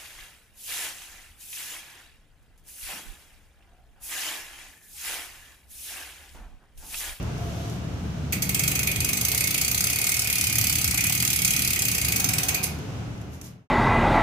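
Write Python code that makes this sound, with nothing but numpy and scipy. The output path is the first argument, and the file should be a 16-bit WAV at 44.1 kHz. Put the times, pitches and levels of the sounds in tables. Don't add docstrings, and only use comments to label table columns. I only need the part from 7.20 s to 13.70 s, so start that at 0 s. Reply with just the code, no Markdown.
import sys
import numpy as np
from scipy import signal
from scipy.fft import rfft, irfft
from scipy.io import wavfile

SR = 44100
rng = np.random.default_rng(int(sys.argv[2]) if len(sys.argv) > 2 else 0)


def file_out(sig):
    cols = np.atleast_2d(sig).T
    lim = np.clip(cols, -1, 1)
    pcm = np.round(lim * 32767).astype(np.int16)
    wavfile.write(sys.argv[1], SR, pcm)


N = 286650
TIME = np.arange(N) / SR


def from_db(db):
    return 10 ** (np.asarray(db) / 20)


def rms_one(x):
    return x / np.sqrt(np.mean(x ** 2) + 1e-20)


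def in_time(rows):
    seconds, *columns = np.transpose(rows)
    return [np.interp(TIME, seconds, column) for column in columns]


def at_hz(points, hz):
    points = np.array(points)
    return np.interp(np.log(np.maximum(hz, 1)), np.log(points[:, 0]), points[:, 1])


def coloured(x, spectrum):
    gain = from_db(at_hz(spectrum, np.fft.rfftfreq(N, 1 / SR)))
    return irfft(rfft(x) * gain, N)


def noise_below(hz, shape):
    lowpass = signal.butter(2, hz, fs=SR, output="sos")
    return rms_one(signal.sosfilt(lowpass, rng.standard_normal(shape)))


def swell(start, length, level_db, rise, fall):
    early = np.maximum(start - TIME, 0)
    late = np.maximum(TIME - start - length, 0)
    return from_db(np.maximum(level_db - rise * early - fall * late, -200))


def resonate(x, hz, width, lift_db):
    r = np.exp(-np.pi * width / SR)
    zeros = np.array([1, 0, -1]) * (1 - r * r) / 2
    poles = [1, -2 * r * np.cos(2 * np.pi * hz / SR), r * r]
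    ring = signal.lfilter(zeros, poles, x + 1e-18)
    return x + (from_db(lift_db) - 1) * ring


def body(x, modes, swing=lambda: 0):
    left, right = x
    for hz, width, left_db, right_db in modes:
        swing_db = swing()
        left = resonate(left, hz, width, left_db + swing_db)
        right = resonate(right, hz, width, right_db + swing_db)
    return np.array([left, right])


def clatter(times, gains, t60, crack, crack_t60):
    blows = np.zeros(N)
    samples = np.clip(np.round(times * SR).astype(int), 0, N - 1)
    np.add.at(blows, samples, gains ** 2)

    def dying(seconds):
        return signal.lfilter([1], [1, -from_db(-120 / (seconds * SR))], blows + 1e-18)

    return np.sqrt(dying(t60) + crack ** 2 * dying(crack_t60))


# (frequency [Hz], likeness [0-1])
EAR_LIKENESS = [(60, 0.92), (125, 0.98), (250, 0.86), (500, 0.47), (1000, 0.13), (2000, 0)]


def diffuse(spectrum):
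    alike = np.clip(at_hz(EAR_LIKENESS, np.fft.rfftfreq(N, 1 / SR)), -1, 1)
    mid, side = rfft(rng.standard_normal((2, N)))
    ears = np.sqrt(1 + alike) * mid + np.sqrt(1 - alike) * side * [[1], [-1]]
    return rms_one(coloured(irfft(ears, N), spectrum))


# (frequency [Hz], relative density [dB per Hz])
DEEP_COLOUR = [(20, -26), (36, -21), (48, -3.5), (58, -12), (71, 4), (82, 3), (105, -17), (160, -57)]
RUMBLE_COLOUR = [(60, -24), (85, -15), (100, -0.5), (118, 2.5), (131, -4), (146, 0), (195, -6.5),
                 (222, -11.5), (280, -10.5), (370, -22.5), (600, -54)]
RUSH_COLOUR = [(200, -47.5), (350, 2.5), (500, -1), (750, -2.5), (1000, -6.5), (1450, -7), (1800, -11.5),
               (2800, -12.5), (4500, -40)]
HISS_COLOUR = [(1500, -14), (3000, 8.5), (4500, 4), (6200, 5.5), (7500, -1.5), (10000, -8), (13000, -10.5),
               (16000, -21)]
# (time [s], level [dB])
DEEP_SWELL = [(0, -33.5), (.4, -40), (.75, -38.5), (1.68, -41), (1.8, -35), (1.95, -42), (2.95, -46.5),
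              (3.45, -36.5), (4.05, -44), (5, -41.5), (6, -41)]
RUMBLE_SWELL = [(0, -33), (1.2, -32), (1.8, -33.5), (2.6, -38.5), (3.05, -41), (3.35, -35.5), (4.8, -35.5),
                (5.05, -32), (5.4, -36), (6, -33)]
RUSH_SWELL = [(0, -39), (.8, -42), (1.7, -41.5), (3.15, -46.5), (4.3, -47), (5.3, -40.5), (6, -41.5)]
HISS_SWELL = [(0, -51.5), (.5, -48.5), (.62, -52.5), (5.4, -50), (6.4, -56.5)]
# (frequency [Hz], width [Hz], left lift [dB], right lift [dB])
LOW_ROOM_MODES = [(119.6, 11.5, 5, 3), (145, 3.2, 2.5, 5), (176.6, 5.7, 6, 3.5), (190.8, 7.1, 6, 4.5),
                  (237.7, 9.8, 7.5, 5), (289, 21, 4.5, 4.5), (325, 9.6, 5.5, 0.5), (434, 14, 7, -1)]


def background(deep_db, rumble_db, rush_db, hiss_db, left_db):
    layers = [(DEEP_COLOUR, DEEP_SWELL, deep_db),
              (RUMBLE_COLOUR, RUMBLE_SWELL, rumble_db),
              (RUSH_COLOUR, RUSH_SWELL, rush_db),
              (HISS_COLOUR, HISS_SWELL, hiss_db)]
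    total = 0
    for colour, level, trim_db in layers:
        total = total + from_db(in_time(level)[0] + trim_db) * diffuse(colour)
    return body(total, LOW_ROOM_MODES) * from_db([[left_db], [-left_db]])


# (time of peak [s], frequency [Hz], level [dB], rise [dB/s], fall [dB/s])
WHINE_SWELLS = [(.35, 686, -45, 45, 33), (5.26, 731, -47, 80, 59)]


def whine(width_hz, level_db):
    tone = 0
    for peak_s, hz, db, rise, fall in WHINE_SWELLS:
        tone = tone + swell(peak_s, 0, db + level_db, rise, fall) * np.exp(2j * np.pi * hz * TIME)
    cosine_waver, sine_waver = noise_below(width_hz, (2, 2, N))
    mid, side = cosine_waver * tone.real + sine_waver * tone.imag
    return mid + .5 * side * [[1], [-1]]


# (time [s], frequency [Hz], level [dB])
LOW_BUMPS = [(1.169, 187, -20), (1.789, 80.6, -19.5), (3.278, 104, -27), (3.411, 110, -24)]


def bumps():
    total = 0
    for start_s, hz, db in LOW_BUMPS:
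        gain = swell(start_s, 0, db, rise=3000, fall=496)
        total = total + gain * np.sin(2 * np.pi * hz * (TIME - start_s))
    return total


# (time [s], rate [ratchet teeth/s])
SPIN_SPEED = [(1.124, 7.59), (1.477, 26.63), (1.784, 22.51), (1.996, 24.87), (2.158, 33.88), (2.318, 27.77),
              (2.75, 34.3), (2.9, 40.41), (3.223, 34.59), (3.53, 35.33), (3.731, 29.15), (4.029, 41.3),
              (4.161, 33.35), (4.453, 36.14), (4.827, 29.11), (5.074, 21.85), (5.278, 19.25), (5.44, 7.79)]


def tooth_rate():
    return np.interp(TIME, *np.transpose(SPIN_SPEED), left=0, right=0)


CHAIN_RUN_DB, CRUISE_TEETH_PER_S = -52.5, 32
# (frequency [Hz], relative density [dB per Hz])
CHAIN_COLOUR = [(400, -28), (580, -24.5), (670, -2.5), (750, 5.5), (870, -6.5), (1050, -3.5), (1350, -5),
                (1600, 0), (2000, -21), (3500, -20.5)]
# (start [s], length [s], level [dB])
CHAIN_RUBS = [(5.0, 0.41, -42)]


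def chain(flutter_db, flutter_hz):
    running = from_db(CHAIN_RUN_DB) * tooth_rate() / CRUISE_TEETH_PER_S
    flutter = from_db(flutter_db * noise_below(flutter_hz, N))
    rubbing = sum(swell(*rub, rise=138, fall=53.5) for rub in CHAIN_RUBS)
    return (running * flutter + rubbing) * diffuse(CHAIN_COLOUR)


# (frequency [Hz], t60 [s])
ROOM_DECAY = [(300, 0.079), (2300, 0.55), (3400, 0.48), (6800, 0.25), (13600, 0.23)]


def room_tail(first_echo_s, build_s):
    t = TIME[:SR // 2]
    edges = np.geomspace(150, 19200, 8)
    tail = 0
    for low, high in zip(edges, edges[1:]):
        bandpass = signal.butter(2, [low, high], "band", fs=SR, output="sos")
        band = signal.sosfilt(bandpass, rng.standard_normal((2, len(t))))
        tail = tail + band * from_db(-60 * t / at_hz(ROOM_DECAY, np.sqrt(low * high)))
    tail = tail * np.clip((t - first_echo_s) / build_s, 0, 1)
    return tail / np.sqrt(np.sum(tail ** 2, axis=1, keepdims=True))


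def room(x, wet_db, count=12):
    place, wet = np.linspace(0, count - 1, N), 0
    for k in range(count):
        nearness = np.sqrt(np.maximum(1 - np.abs(place - k), 0))
        tail = room_tail(first_echo_s=0.0083, build_s=0.0067)
        wet = wet + signal.fftconvolve(x * nearness, tail, axes=1)[:, :N]
    return x + from_db(wet_db) * wet


# (time [s], level [dB])
LIGHT_TICKS = [(0.027, -43.5), (.18, -46), (.497, -42), (5.587, -45), (6.015, -46), (6.214, -29.5)]
# (start [s], length [s], level [dB])
BRUSH_STROKES = [(0.21, 0.34, -54.5), (6.136, .015, -46.5), (6.246, 0.027, -38)]
# (frequency [Hz], gain [dB])
TICK_COLOUR = [(2000, 0), (4500, 0.5), (6300, 8.5), (8500, -1), (12500, 5), (15500, -10)]


def settling(t60):
    seconds, tick_db = np.transpose(LIGHT_TICKS)
    ticks = clatter(seconds, from_db(tick_db), t60=t60, crack=1.3, crack_t60=.004)
    brush = sum(swell(*stroke, rise=499, fall=377) for stroke in BRUSH_STROKES)
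    return coloured(np.hypot(ticks, brush) * rng.standard_normal((2, N)), TICK_COLOUR)


TEETH_PER_TURN = 24


def once_a_turn(number, top_tooth):
    return np.cos(2 * np.pi * (number - top_tooth) / TEETH_PER_TURN)


TOOTH_JITTER_S = .0003
FIRST_PAWL_DB, LAST_PAWL_DB, STAGGER = -0.25, 0.37, .067
# (time [s], first pawl [dB], last pawl [dB], first to last pawl [s], ring of the sprockets [dB])
SINGLE_CLICKS = [(1.1242, -1, 1, 0.0085, 2), (1.2219, 2, -2.5, 0.0075, 1), (1.2903, -13.5, 4, 0.0028, -0.5),
                 (1.3462, 5.5, -6, 0.0056, 2.5), (1.3922, -8, 5.5, 0.003, 3),
                 (1.4342, -5.5, 2, 0.0033, 2.5), (1.4764, -7.5, 6.5, 0.0024, 0), (1.514, -1, -1, 0.0038, 2),
                 (1.552, -1.5, 1, 0.0054, 4), (1.5914, -2, 1.5, 0.0014, 5), (1.631, 1, -4.5, 0.0021, -7.5),
                 (1.6709, -2.5, 2, 0.003, 6.5), (1.7139, -4, 0.0, 0.002, -3.5), (1.758, -9, 0, 0.0032, -1),
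                 (1.803, -11, 2.5, 0.002, 4.5), (1.8458, 1, -1, 0.0025, 1.5), (1.8878, -4, 4.5, 0.0029, 1),
                 (1.9301, -5, 5, 0.0026, -3), (1.9709, -1, -2, 0.0041, 0.5), (2.011, 0.5, 0.5, 0.0033, -13),
                 (2.049, -1.5, 2.5, 0.0025, 1), (2.1762, -3, 3.5, 0.0028, -7.5),
                 (2.3426, -3, 3.5, 0.0031, 5.5), (2.413, -0.5, 4, 0.0025, 1), (2.607, 5, -5, 0.0015, -7),
                 (2.6994, 2, 0, 0.0025, -7), (2.7589, 2.5, -5.5, 0.0023, 2.5),
                 (2.892, 4, -1.5, 0.0012, -5.5), (2.9929, 4, -1.5, 0.0013, -5),
                 (3.0189, -3, -1.5, 0.002, -2), (3.045, -2.0, -5, 0.0014, 3), (3.269, 1, -0.5, 0.0018, -4),
                 (3.2971, -2.0, -3.5, 0.0013, 2), (3.3836, 6, -2, 0.0032, -4),
                 (3.4965, 2.5, 1.5, 0.0012, -3.0), (3.6427, -1.5, 5, 0.0018, 1.5),
                 (3.7436, 1, -3, 0.0018, 4.0), (3.7752, 1, 2.5, 0.0036, 6.0),
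                 (3.8383, -2, 2.5, 0.0028, 7.5), (3.9237, 2, 1.5, 0.0015, -6),
                 (3.9756, -6.5, -2, 0.0016, -2.5), (4.0245, -1, 0.5, 0.0015, 1),
                 (4.2478, 6.5, 1.5, 0.0032, 0), (4.3063, 4, -0.5, 0.0022, -1),
                 (4.3633, -4.5, 4, 0.00085, 4.5), (4.4193, -4, 2.5, 0.0025, 3.5),
                 (4.4477, 3, -7, 0.0029, 6.5), (4.5596, -4, -2, 0.0022, 2), (4.6204, -1.5, 4.5, 0.0011, -6),
                 (4.8467, -3.5, 4, 0.0027, -2), (4.8828, 0, -0.5, 0.0041, 2.0), (4.9205, 0, 2.5, 0.0032, 1),
                 (4.9605, 3, 0.5, 0.0047, -4.5), (4.999, 2, -1, 0.0048, 2),
                 (5.0425, 5.5, -2.5, 0.0036, 1.0), (5.0881, -1.5, 2.5, 0.0031, 0.5),
                 (5.1345, 0, 1, 0.0026, 2), (5.1824, 0, 4.5, 0.0021, 5.5), (5.2322, -1.0, 0, 0.0017, -10),
                 (5.285, 0.5, 1.5, 0.0064, 6), (5.3436, -6, 3, 0.0035, 6), (5.4305, -3, 3.5, 0.011, -1)]


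def teeth(uneven_db, scatter, swell_db, loudest_tooth):
    passed = np.cumsum(tooth_rate()) / SR
    number = np.arange(int(passed[-1]) + 1)
    reached = np.searchsorted(passed, number, side="right") / SR
    chance = rng.standard_normal((len(number), 4)).T
    rows = np.column_stack([reached + TOOTH_JITTER_S * chance[0],
                            FIRST_PAWL_DB + uneven_db * chance[1],
                            LAST_PAWL_DB + uneven_db * chance[2],
                            STAGGER * np.gradient(reached) * np.exp(scatter * chance[3]),
                            swell_db * once_a_turn(number, loudest_tooth)])
    for click in SINGLE_CLICKS:
        rows[np.argmin(np.abs(reached - click[0]))] = click
    return rows


def last_tooth(reached):
    return np.maximum(np.searchsorted(reached, TIME, side="right") - 1, 0)


RIGHT_EAR_LAG = 8


def steel(reached, repeat_share, ear_share, turn_share, size=8192):
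    tooth_voices = rng.standard_normal((TEETH_PER_TURN, 2, size))
    own = tooth_voices[np.arange(len(reached)) % TEETH_PER_TURN]
    fresh = rng.standard_normal(own.shape)
    rings = turn_share * own + np.sqrt(1 - turn_share ** 2) * fresh
    rings = signal.lfilter([np.sqrt(1 - repeat_share ** 2)], [1, -repeat_share], rings, axis=0)
    tooth = last_tooth(reached)
    since_tooth = np.arange(N) - (reached * SR).astype(int)[tooth]
    left, right = rings[tooth, :, since_tooth % size].T
    late_left = np.roll(left, RIGHT_EAR_LAG)
    return np.array([left, np.sqrt(1 - ear_share ** 2) * right + ear_share * late_left])


def varied(x, reached, low_hz, high_hz, spread_db, count):
    place = np.interp(np.fft.rfftfreq(N, 1 / SR), [low_hz, high_hz], [0, count])
    spectrum, tooth, out = rfft(x), last_tooth(reached), 0
    for k in range(count + 1):
        band = irfft(spectrum * np.maximum(1 - np.abs(place - k), 0), N)
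        strength = from_db(spread_db * rng.standard_normal(len(reached)))
        out = out + band * strength[tooth]
    return out


# (delay [s], relative level [dB])
RING_SURGES = [(.0015, -9), (.004, -1), (.0135, -2)]
# (frequency [Hz], gain [dB])
RING_COLOUR = [(1200, -25), (1750, -8.5), (2100, -3.5), (2600, 3.5), (2950, -6), (3500, -14), (6000, -39)]


def sprockets(reached, force_db):
    delay, surge_db = np.transpose(RING_SURGES)
    times = reached[:, None] + delay
    gains = from_db(force_db[:, None] + surge_db)
    envelope = clatter(times, gains, t60=0.07, crack=0.49, crack_t60=0.01)
    return coloured(envelope * steel(reached, repeat_share=0.12, ear_share=0.11, turn_share=0.36), RING_COLOUR)


# (frequency [Hz], gain [dB])
SNAP_COLOUR = [(300.0, -53.5), (700.0, -5), (1050.0, -18.5), (1400.0, -6.5), (1720.0, -15), (2100.0, -4.0),
               (2700.0, -7), (3500.0, -1.5), (5000.0, 5), (5800.0, 2), (7600.0, 6), (9600.0, 3.5),
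               (12000.0, 3), (15500.0, 2.5)]


def pawls(reached, first_db, last_db, spread_s, count=3):
    times = np.linspace(reached, reached + spread_s, count)
    gains = from_db(np.linspace(first_db, last_db, count))
    envelope = clatter(times, gains, t60=0.057, crack=2.25, crack_t60=0.0021)
    return coloured(envelope * steel(reached, repeat_share=0.36, ear_share=0.1, turn_share=0.45), SNAP_COLOUR)


# (frequency [Hz], width [Hz], left lift [dB], right lift [dB])
HUB_MODES = [(3266, 97, 4.5, 8.5), (4540, 25, 4, 9.5), (6296, 162, 7.5, 12), (7340, 4.5, 0, 6),
             (8570, 130, 2, -4), (9238.0, 130, 5, 5.5), (9900, 170, 1.5, 3), (10418.0, 420, 0.5, 4),
             (11220, 120, 2, 5.5), (11820, 520, 3.5, 6.5), (13420, 231.0, 3.5, 8.5),
             (14449.0, 63.0, 4.5, 9.5), (15344.0, 161.0, 0.5, 5.5)]
SPROCKET_MODES = [(1245, 37, 10, 12), (1508.0, 290, 0, 4), (1966, 294, 4, 8.5), (2170, 37.0, 3, 8),
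                  (2259, 43, 7, 9), (2417, 36, 6, 9), (2483, 26, 7, -1.5), (2510, 51, 5, 5.5),
                  (2740, 180, 4, 6.5), (2950, 38, 5.5, 6.5)]


def freehub(level_db, sprocket_db, right_db, flare_db):
    rows = teeth(uneven_db=0.76, scatter=.3, swell_db=0.5, loudest_tooth=9.5)
    reached, first_db, last_db, spread_s, ring_db = rows.T
    snaps = pawls(reached, first_db, last_db, spread_s)
    snaps = varied(snaps, reached, low_hz=500, high_hz=15580, spread_db=2.0, count=32)
    ring = sprockets(reached, ring_db + sprocket_db)
    ring = varied(ring, reached, low_hz=1965, high_hz=2970, spread_db=1.3, count=6)
    tooth = last_tooth(reached)

    def flare():
        return flare_db * rng.standard_normal(len(reached))[tooth]

    rung = body(snaps + ring, HUB_MODES + SPROCKET_MODES, flare)
    return from_db(level_db) * rung * from_db([[0], [right_db]])


def scene():
    surroundings = background(deep_db=2.5, rumble_db=-1.5, rush_db=-1.0, hiss_db=2.0, left_db=-0.07)
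    surroundings = surroundings + whine(width_hz=20, level_db=2.5) + bumps()
    bicycle = settling(t60=0.043) + freehub(level_db=-26.0, sprocket_db=1.0, right_db=-0.67, flare_db=1.44)
    return surroundings + chain(flutter_db=5.0, flutter_hz=27) + room(bicycle, wet_db=-6.0)


FADE_START_S, FADE_END_S, CUTOFF_HZ = 5.78, 6.477, 15450


def record(dry):
    top_cut = signal.ellip(10, .2, 80, CUTOFF_HZ, fs=SR, output="sos")
    fade = np.interp(TIME, [FADE_START_S, FADE_END_S], [1, 0])
    return signal.sosfilt(top_cut, dry * fade)


dry = scene()
out = record(dry)
file_out(out)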